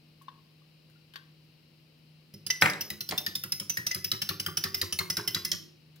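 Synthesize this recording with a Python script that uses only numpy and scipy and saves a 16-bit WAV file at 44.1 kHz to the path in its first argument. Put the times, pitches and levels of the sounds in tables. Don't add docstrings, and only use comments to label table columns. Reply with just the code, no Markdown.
import sys
import numpy as np
from scipy import signal
from scipy.fft import rfft, irfft, next_fast_len
from scipy.io import wavfile
from scipy.ndimage import map_coordinates

SR = 44100
rng = np.random.default_rng(int(sys.argv[2]) if len(sys.argv) > 2 else 0)


def file_out(sig):
    cols = np.atleast_2d(sig).T
    lim = np.clip(cols, -1, 1)
    pcm = np.round(lim * 32767).astype(np.int16)
    wavfile.write(sys.argv[1], SR, pcm)


N = 264600
T = np.arange(SR // 3) / SR

# pitch in Hz, dry ring time (t60) in seconds,
# relative level in dB with free tines, the same with tines in the liquid.
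FORK_MODES = [(1440, 0.086, -26.5, -10), (1745, 0.11, -28, -2), (2030, 0.11, -19, 4),
              (2693, 0.045, -13, -11), (2994, 0.013, -3, 20.5), (3344, 0.034, -21, 7.5),
              (4016, 0.028, -22, 18), (4445, 0.017, -32, 24.5), (5182, 0.02, 12, 29),
              (5757, 0.018, 0.5, 15), (5946, 0.048, -5.5, -3), (9990, 0.011, -0.5, -21),
              (10910, 0.036, -9, -1), (12300, 0.011, -15, 25), (13600, 0.031, -2.5, 9),
              (13970, 0.013, 2, -2), (14450, 0.013, -14, -16)]
# frequency in Hz, relative spectral level in dB.
SCRATCH_SPECTRUM = [(300, -11.5), (750, -17), (1300, -9.5), (3000, -6), (5400, 1.5), (6400, -9),
                    (7500, -18), (9000, -12), (10500, -6), (12000, -15), (13900, -9), (16000, -3.5)]


def taps():
    # start in seconds, strength in dB, lead ring in Hz.
    strokes = [(2.337, -49, 5250), (2.4641, -34, 4970), (2.612, -28, 5310), (2.697, -34.5, 5040),
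               (2.8084, -29.5, 5160), (3.0058, -32, 4110), (3.1776, -26.5, 3605), (3.3519, -28, 3620),
               (3.5199, -26, 5234), (3.6957, -27.5, 6090), (3.865, -26, 5104), (4.043, -27, 5225),
               (4.2164, -26.5, 5110), (4.397, -29.5, 5190), (4.5701, -25, 5660), (4.7434, -26.5, 5070),
               (4.9241, -28, 5440), (5.0992, -26, 5150), (5.2752, -25, 5310), (5.448, -27, 5130)]
    out = np.zeros(N)
    for s, db, ring_hz in strokes:
        glass_db = db - 9.5 + 0.7 * effort(s)
        add(out, s, click(dry_hit(ring_hz), glass_db, ring_db=db, sparkle_db=db - 1))
        add(out, s, amp(-39.5 + effort(s)) * thump(swell=0.086))
    return out


def plunges():
    # start in seconds,
    # strength in dB, lead ring in Hz, starting pitch of the pocket in Hz, its level in dB.
    strokes = [(2.902, -35.5, 3900, 1936, -30), (3.0895, -32, 5090, 1690, -57),
               (3.2636, -28.5, 4980, 1783, -25.5), (3.4366, -39, 5240, 1387, -38),
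               (3.598, -33.5, 5330, 1580, -48), (3.7707, -35, 5390, 1834, -20.5),
               (3.946, -32, 5000, 1230, -41), (4.1158, -23.5, 4000, 1267, -31),
               (4.2899, -27, 4260, 1378, -30.5), (4.462, -33, 3150, 1395, -27.5),
               (4.638, -26.5, 5180, 1785, -25.5), (4.814, -24.5, 3938, 1930, -30),
               (4.988, -26, 4300, 2084, -23.5), (5.1685, -26, 5480, 1500, -30),
               (5.346, -23.5, 4000, 1460, -31), (5.5163, -23, 5310, 1910, -33.5)]
    out = np.zeros(N)
    for s, db, ring_hz, pocket_hz, pocket_db in strokes:
        push_db = effort(s)
        glass_db, sparkle_db = -40 + 0.7 * push_db, -28 + 0.73 * push_db
        add(out, s, click(wet_hit(ring_hz), glass_db, db, sparkle_db))
        add(out, s + 0.00815, amp(-33.5 + 1.07 * push_db) * thump(swell=0.056))
        add(out, s, amp(-30.5 + 3.3 * push_db) * (slosh() + spatter()))
        add(out, s, amp(db) * froth())
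        pocket = bubble(pocket_hz, t60=0.033, rise=0.031, onset=0.0046)
        add(out, s + 0.001824, amp(pocket_db) * pocket)
    return out


def clinks():
    # start in seconds, strength in dB, lead ring in Hz.
    rebounds = [(2.5019, -23, 5100), (3.9119, -27.5, 6200)]
    rim = np.sin(2 * np.pi * 2012 * T) * fade(0.11)
    out = np.zeros(N)
    for s, db, ring_hz in rebounds:
        add(out, s, click(dry_hit(ring_hz), glass_db=db - 14.5, ring_db=db, sparkle_db=db - 9.5))
        add(out, s, amp(db) * rim)
    return out


def effort(s):
    # time in seconds, effort in dB.
    vigour = [(2.4, -2), (3.0, -5), (3.6, -5), (4.25, 0.5), (4.8, 0), (5.25, 1.5), (5.52, -2)]
    return np.interp(s, *np.transpose(vigour))


def dry_hit(ring_hz):
    hz, t60, db, _ = np.transpose(FORK_MODES)
    steel = blow(ringing(hz, db, t60, detune=0.0052, vary_db=4.5))
    lead = blow(np.sin(2 * np.pi * ring_hz * T) * fade(0.02))
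    scratch = blow(noise(SCRATCH_SPECTRUM) * fade(0.049) * attack(0.0019))
    hit = blow(chatter(steel, spread=0.0075, fall_db=4)) + amp(-1) * lead + amp(-5) * scratch
    return hit * attack(0.022)


def wet_hit(ring_hz):
    hz, t60, _, db = np.transpose(FORK_MODES)
    steel = blow(ringing(hz, db, t60 * 0.68, detune=0.044, vary_db=3.5))
    lead = blow(np.sin(2 * np.pi * ring_hz * T) * fade(0.021))
    scratch = blow(noise(SCRATCH_SPECTRUM) * fade(0.061))
    hit = blow(chatter(steel, spread=0.0028, fall_db=0.5)) + amp(-0.5) * lead + amp(-3) * scratch
    return hit * attack(0.0031)


def chatter(x, spread, fall_db, count=5):
    out = x.copy()
    for k in range(1, count):
        delay = spread * (k + rng.uniform(-.5, .5)) / count
        add(out, delay, x * amp(-fall_db * k) * rng.choice([-1, 1]))
    return out


def click(x, glass_db, ring_db, sparkle_db):
    glass = amp(glass_db) * blow(band(x, 2800, "low"))
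    ring = amp(ring_db) * blow(band(x, [2800, 7500], "band"))
    sparkle = amp(sparkle_db) * blow(band(x, 7500, "high"))
    return glass + ring + sparkle


def thump(swell):
    # pitch in Hz, relative level in dB, ring time (t60) in seconds.
    rocking_modes = [(99, -4, 0.23), (149, 2.5, 0.096), (190.6, 2, 0.11), (241, -10, 0.077),
                     (322.5, -6.5, 0.12), (361.7, -7.5, 0.12), (537, -5, 0.048)]
    hz, db, t60 = np.transpose(rocking_modes)
    return blow(ringing(hz, db, t60, detune=0.055, vary_db=1) * attack(swell))


def slosh(count=8):
    out = np.zeros(len(T))
    for when, size, soft in rng.random((count, 3)):
        hz = 2500 * 2 ** (-.5 * when - 0.993 * size)
        add(out, 0.00372 + 0.026 * when, amp(-2.7 * soft) * bubble(hz, t60=0.016, rise=0.15))
    gulp_hz = 1104 * (1 + 0.077 * rng.standard_normal())
    add(out, 0.02, bubble(gulp_hz, t60=0.032, rise=0.026, onset=0.034))
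    swell_hz = 370.7 * (1 + 0.04 * rng.standard_normal())
    add(out, 0.02, amp(-5.5) * bubble(swell_hz, t60=0.073, rise=0.029, onset=0.028))
    return out


def spatter(count=24):
    out = np.zeros(len(T))
    for when, pitch, soft in rng.random((count, 3)):
        tick = bubble(850 * 2 ** (1.94 * pitch), t60=0.0063, rise=0.14, onset=0.0012)
        add(out, 0.008 + 0.035 * when, amp(-1 - 18 * soft - 13 * when) * tick)
    return out


def froth(count=40):
    out = np.zeros(len(T))
    for when, pitch, soft in rng.random((count, 3)):
        pop = bubble(2400 * 2 ** (1.444 * pitch), t60=0.0034, rise=0.018, onset=0.0007)
        add(out, 0.0091 + .042 * when, amp(0.5 - 32 * soft - 9.5 * when) * pop)
    return out


def bubble(hz, t60, rise, onset=0.0081):
    pitch = hz * (1 + rise * attack(t60))
    return np.sin(2 * np.pi * np.cumsum(pitch) / SR) * fade(t60) * attack(onset)


def scoop():
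    # start in seconds, then shell, counter and edge levels in dB.
    knocks = [(2.6226, -9, -22.5, -10), (2.6592, -14.5, -28, -20.5), (2.734, -43, -49, -25.5),
              (3.1103, -36, -46, -19), (3.122, -30.5, -30.5, -27)]
    # pitch in Hz, bandwidth in Hz, relative level in dB.
    shell_modes = [(646, 49, -6.5), (780, 28, 2.5), (1307, 390, 10.5), (1740, 88, 16), (1915, 76, -2),
                   (2040, 79.5, -15.5), (2287, 32, -15)]
    # frequency in Hz, relative spectral level in dB.
    thud_spectrum = [(40, -46), (70, -23.5), (110, 4), (160, 5.5), (240, -4), (340, -5), (480, -4),
                     (700, -7), (1000, -7), (1500, -27.5), (2500, -57.5)]
    edge_spectrum = [(1500, -35.5), (3000, 5), (4800, 6), (6500, -6), (8000, -6), (12000, -12),
                     (16000, -26)]
    buzz_spectrum = [(500, -16.5), (1000, -9), (2000, 1), (2450, -7), (3000, -33.5), (5000, -27.5)]
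    hz, width, db = np.transpose(shell_modes)
    t60 = np.log(1000) / np.pi / width
    clack = blow(np.sin(2 * np.pi * 2000 * T) * fade(0.003) * attack(0.001))
    out = np.zeros(N)
    for s, shell_db, counter_db, edge_db in knocks:
        shell = blow(ringing(hz, db, t60, detune=0.011, vary_db=2))
        buzz = blow(noise(buzz_spectrum) * fade(0.16))
        plastic = amp(-4.5) * clack + amp(-14.5) * shell + amp(-7.5) * buzz
        add(out, s, amp(shell_db) * band(plastic, 177, "high"))
        thud = noise(thud_spectrum) * fade(0.12) * attack(0.0096)
        add(out, s, amp(counter_db) * blow(band(thud, 66, "high")))
        edge = noise(edge_spectrum) * fade(0.013) * attack(0.0026)
        add(out, s, amp(edge_db - 13) * blow(edge))
    return out


def pouring():
    # start in seconds, starting pitch in Hz, level in dB, t60 in seconds.
    drips = [(.213, 1040, -41, .04), (.282, 1020, -24, .022), (.617, 1100, -52, .025),
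             (.955, 1360, -54, .06)]
    # start in seconds, then relative body and treble levels in dB.
    splats_and_ticks = [(0.219, -61, -53), (0.283, -47, -75), (0.899, -62, -60), (1.137, -46.5, -52),
                        (1.158, -35, -46.5), (5.959, -60, -51.5)]
    # frequency in Hz, relative spectral level in dB.
    body_spectrum = [(600, -54), (1050, 9.5), (1300, -15), (1580, 12.5), (2200, -8), (3250, 4), (4200, 1.5),
                     (5400, -8.5), (7000, -35)]
    treble_spectrum = [(3000, -25), (6000, -5), (16000, -3)]
    out = np.zeros(N)
    for s, hz, db, t60 in drips:
        add(out, s, amp(db) * bubble(hz, t60, rise=.07, onset=t60))
    for s, body_db, treble_db in splats_and_ticks:
        add(out, s, amp(body_db - 4.5) * blow(noise(body_spectrum) * fade(0.064)))
        add(out, s, amp(treble_db - 8) * blow(noise(treble_spectrum) * fade(0.072)))
    return out


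def kitchen(x, near_db, room_db, left_db, pieces=20):
    out = np.zeros((2, N))
    lead, wall_delay = 64, 220
    for k, piece in enumerate(np.split(x, pieces)):
        answer = amp(room_db) * np.pad(room_tail(alike=0.77), ((0, 0), (wall_delay, 0)))
        near = rng.standard_normal((2, len(T))) * fade(0.021) * attack(0.0097)
        near = band(near, 420, "high")
        answer[:, :len(T)] += amp(near_db) * near / np.linalg.norm(near[0])
        answer[:, 0] += 1
        answer = filtered(np.pad(answer, ((0, 0), (lead, 0))), radiation(spread=0.58))
        for side in range(2):
            add(out[side], k / pieces * N / SR, signal.fftconvolve(piece, answer[side])[lead:])
    return out * amp([[left_db / 2], [-left_db / 2]])


def radiation(spread, size=24):
    phases = spread * rng.standard_normal(size)
    grid_hz = np.linspace(0, SR / 2, size)
    return lambda hz: np.exp(1j * np.outer([1, -1], np.interp(hz, grid_hz, phases)))


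def room_tail(alike):
    # frequency in Hz, decay time (t60) in seconds.
    decay_times = [(100, 0.18), (300, 0.89), (800, 0.49), (2000, 0.4), (5000, 0.38), (13000, 0.34)]
    hz, t, spectra = signal.stft(rng.standard_normal((2, SR // 2)), SR, nperseg=256)
    decay = np.exp(-np.log(1000) * t / along(decay_times, hz)[:, None])
    mid, side = signal.istft(spectra * decay, SR, nperseg=256)[1]
    tail = np.array([mid + (1 - alike) * side, mid - (1 - alike) * side])
    return tail / np.linalg.norm(tail[0])


def background():
    # pitch in Hz, level in dB.
    hum_tones = [(116, -83.5), (154, -61), (243, -76), (309, -80), (329, -78)]
    # frequency in Hz, relative spectral level in dB.
    rumble = [(25, -24.5), (60, -4), (110, -0.5), (155, 5.5), (200, -0.5), (330, -7.5), (500, -6.5),
              (900, -25), (2000, -56.5)]
    hiss = [(400, -36), (700, -11), (1200, -11), (1700, -13), (2200, -8.5), (2900, -3), (3500, -12),
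            (4000, -4), (5100, -7), (5900, -17.5), (6700, -23), (15500, -18.5)]
    t = np.arange(N) / SR
    drift = lambda rate: map_coordinates(rng.standard_normal(int(N * rate / SR) + 4), [t * rate])
    hum = np.zeros(N)
    for hz, db in hum_tones:
        level = amp(db + 1.6 * drift(7.8)) * np.sqrt(2)
        hum += level * np.sin(2 * np.pi * hz * t + 0.33 * drift(4.4))
    stereo = lambda spectrum: noise(spectrum, N) + np.array([noise(spectrum, N), noise(spectrum, N)])
    return hum + amp(-69) * stereo(rumble) + amp(-70.5) * stereo(hiss)


def ringing(hz, db, t60, detune, vary_db):
    hz = hz * (1 + detune * rng.standard_normal(len(hz)))
    gain = amp(db + vary_db * rng.standard_normal(len(hz))) * rng.choice([-1, 1], len(hz))
    return gain @ (np.sin(2 * np.pi * hz[:, None] * T) * fade(t60[:, None]))


def noise(spectrum, size=len(T)):
    x = filtered(rng.standard_normal(size), lambda hz: amp(along(spectrum, hz)))
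    return x / np.sqrt(np.mean(x ** 2) + 1e-20)


def amp(db):
    return 10 ** (np.asarray(db) / 20)


def blow(x):
    return x / np.sqrt(np.sum(x ** 2) / (.005 * SR) + 1e-20)


def fade(t60):
    return np.exp(-np.log(1000) * T / t60)


def attack(seconds):
    return 1 - fade(seconds)


def along(points, hz):
    f, v = np.transpose(points)
    return np.interp(np.log(hz + 1), np.log(f + 1), v)


def filtered(x, response):
    n = x.shape[-1]
    m = next_fast_len(n + 8192)
    return irfft(rfft(x, m) * response(np.fft.rfftfreq(m, 1 / SR)), m)[..., :n]


def band(x, edges, kind):
    return signal.sosfilt(signal.butter(4, edges, kind, fs=SR, output="sos"), x)


def add(track, s, x):
    start = max(round(s * SR), 0)
    part = track[start:start + len(x)]
    part += x[:len(part)]


def scene():
    fork = kitchen(taps() + plunges() + clinks(), near_db=-5, room_db=-6.5, left_db=-4)
    knocks = kitchen(scoop(), near_db=-6, room_db=-7, left_db=-5)
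    milk = kitchen(pouring(), near_db=-7, room_db=-10, left_db=1.5)
    return fork + knocks + milk + background()


def record(dry):
    # frequency in Hz, left minus right in dB.
    lean = [(100, -0.2), (400, 3.2), (1300, 4), (2400, 8.7), (4400, 5.3), (8000, 0.5), (15000, 3.5)]
    width_db = [(100, -10), (200, -0.5), (400, -0.5), (800, 3), (3000, 3)]
    top_hz = 15850
    mid, side = (dry[0] + dry[1]) / 2, (dry[0] - dry[1]) / 2
    side = filtered(side, lambda hz: amp(along(width_db, hz)))
    pair = np.array([mid + side, mid - side])
    pair = filtered(pair, lambda hz: amp(np.outer([.5, -.5], along(lean, hz))))
    return filtered(pair, lambda hz: 1 / (1 + (hz / top_hz) ** 120))


dry = scene()
out = record(dry)
file_out(out)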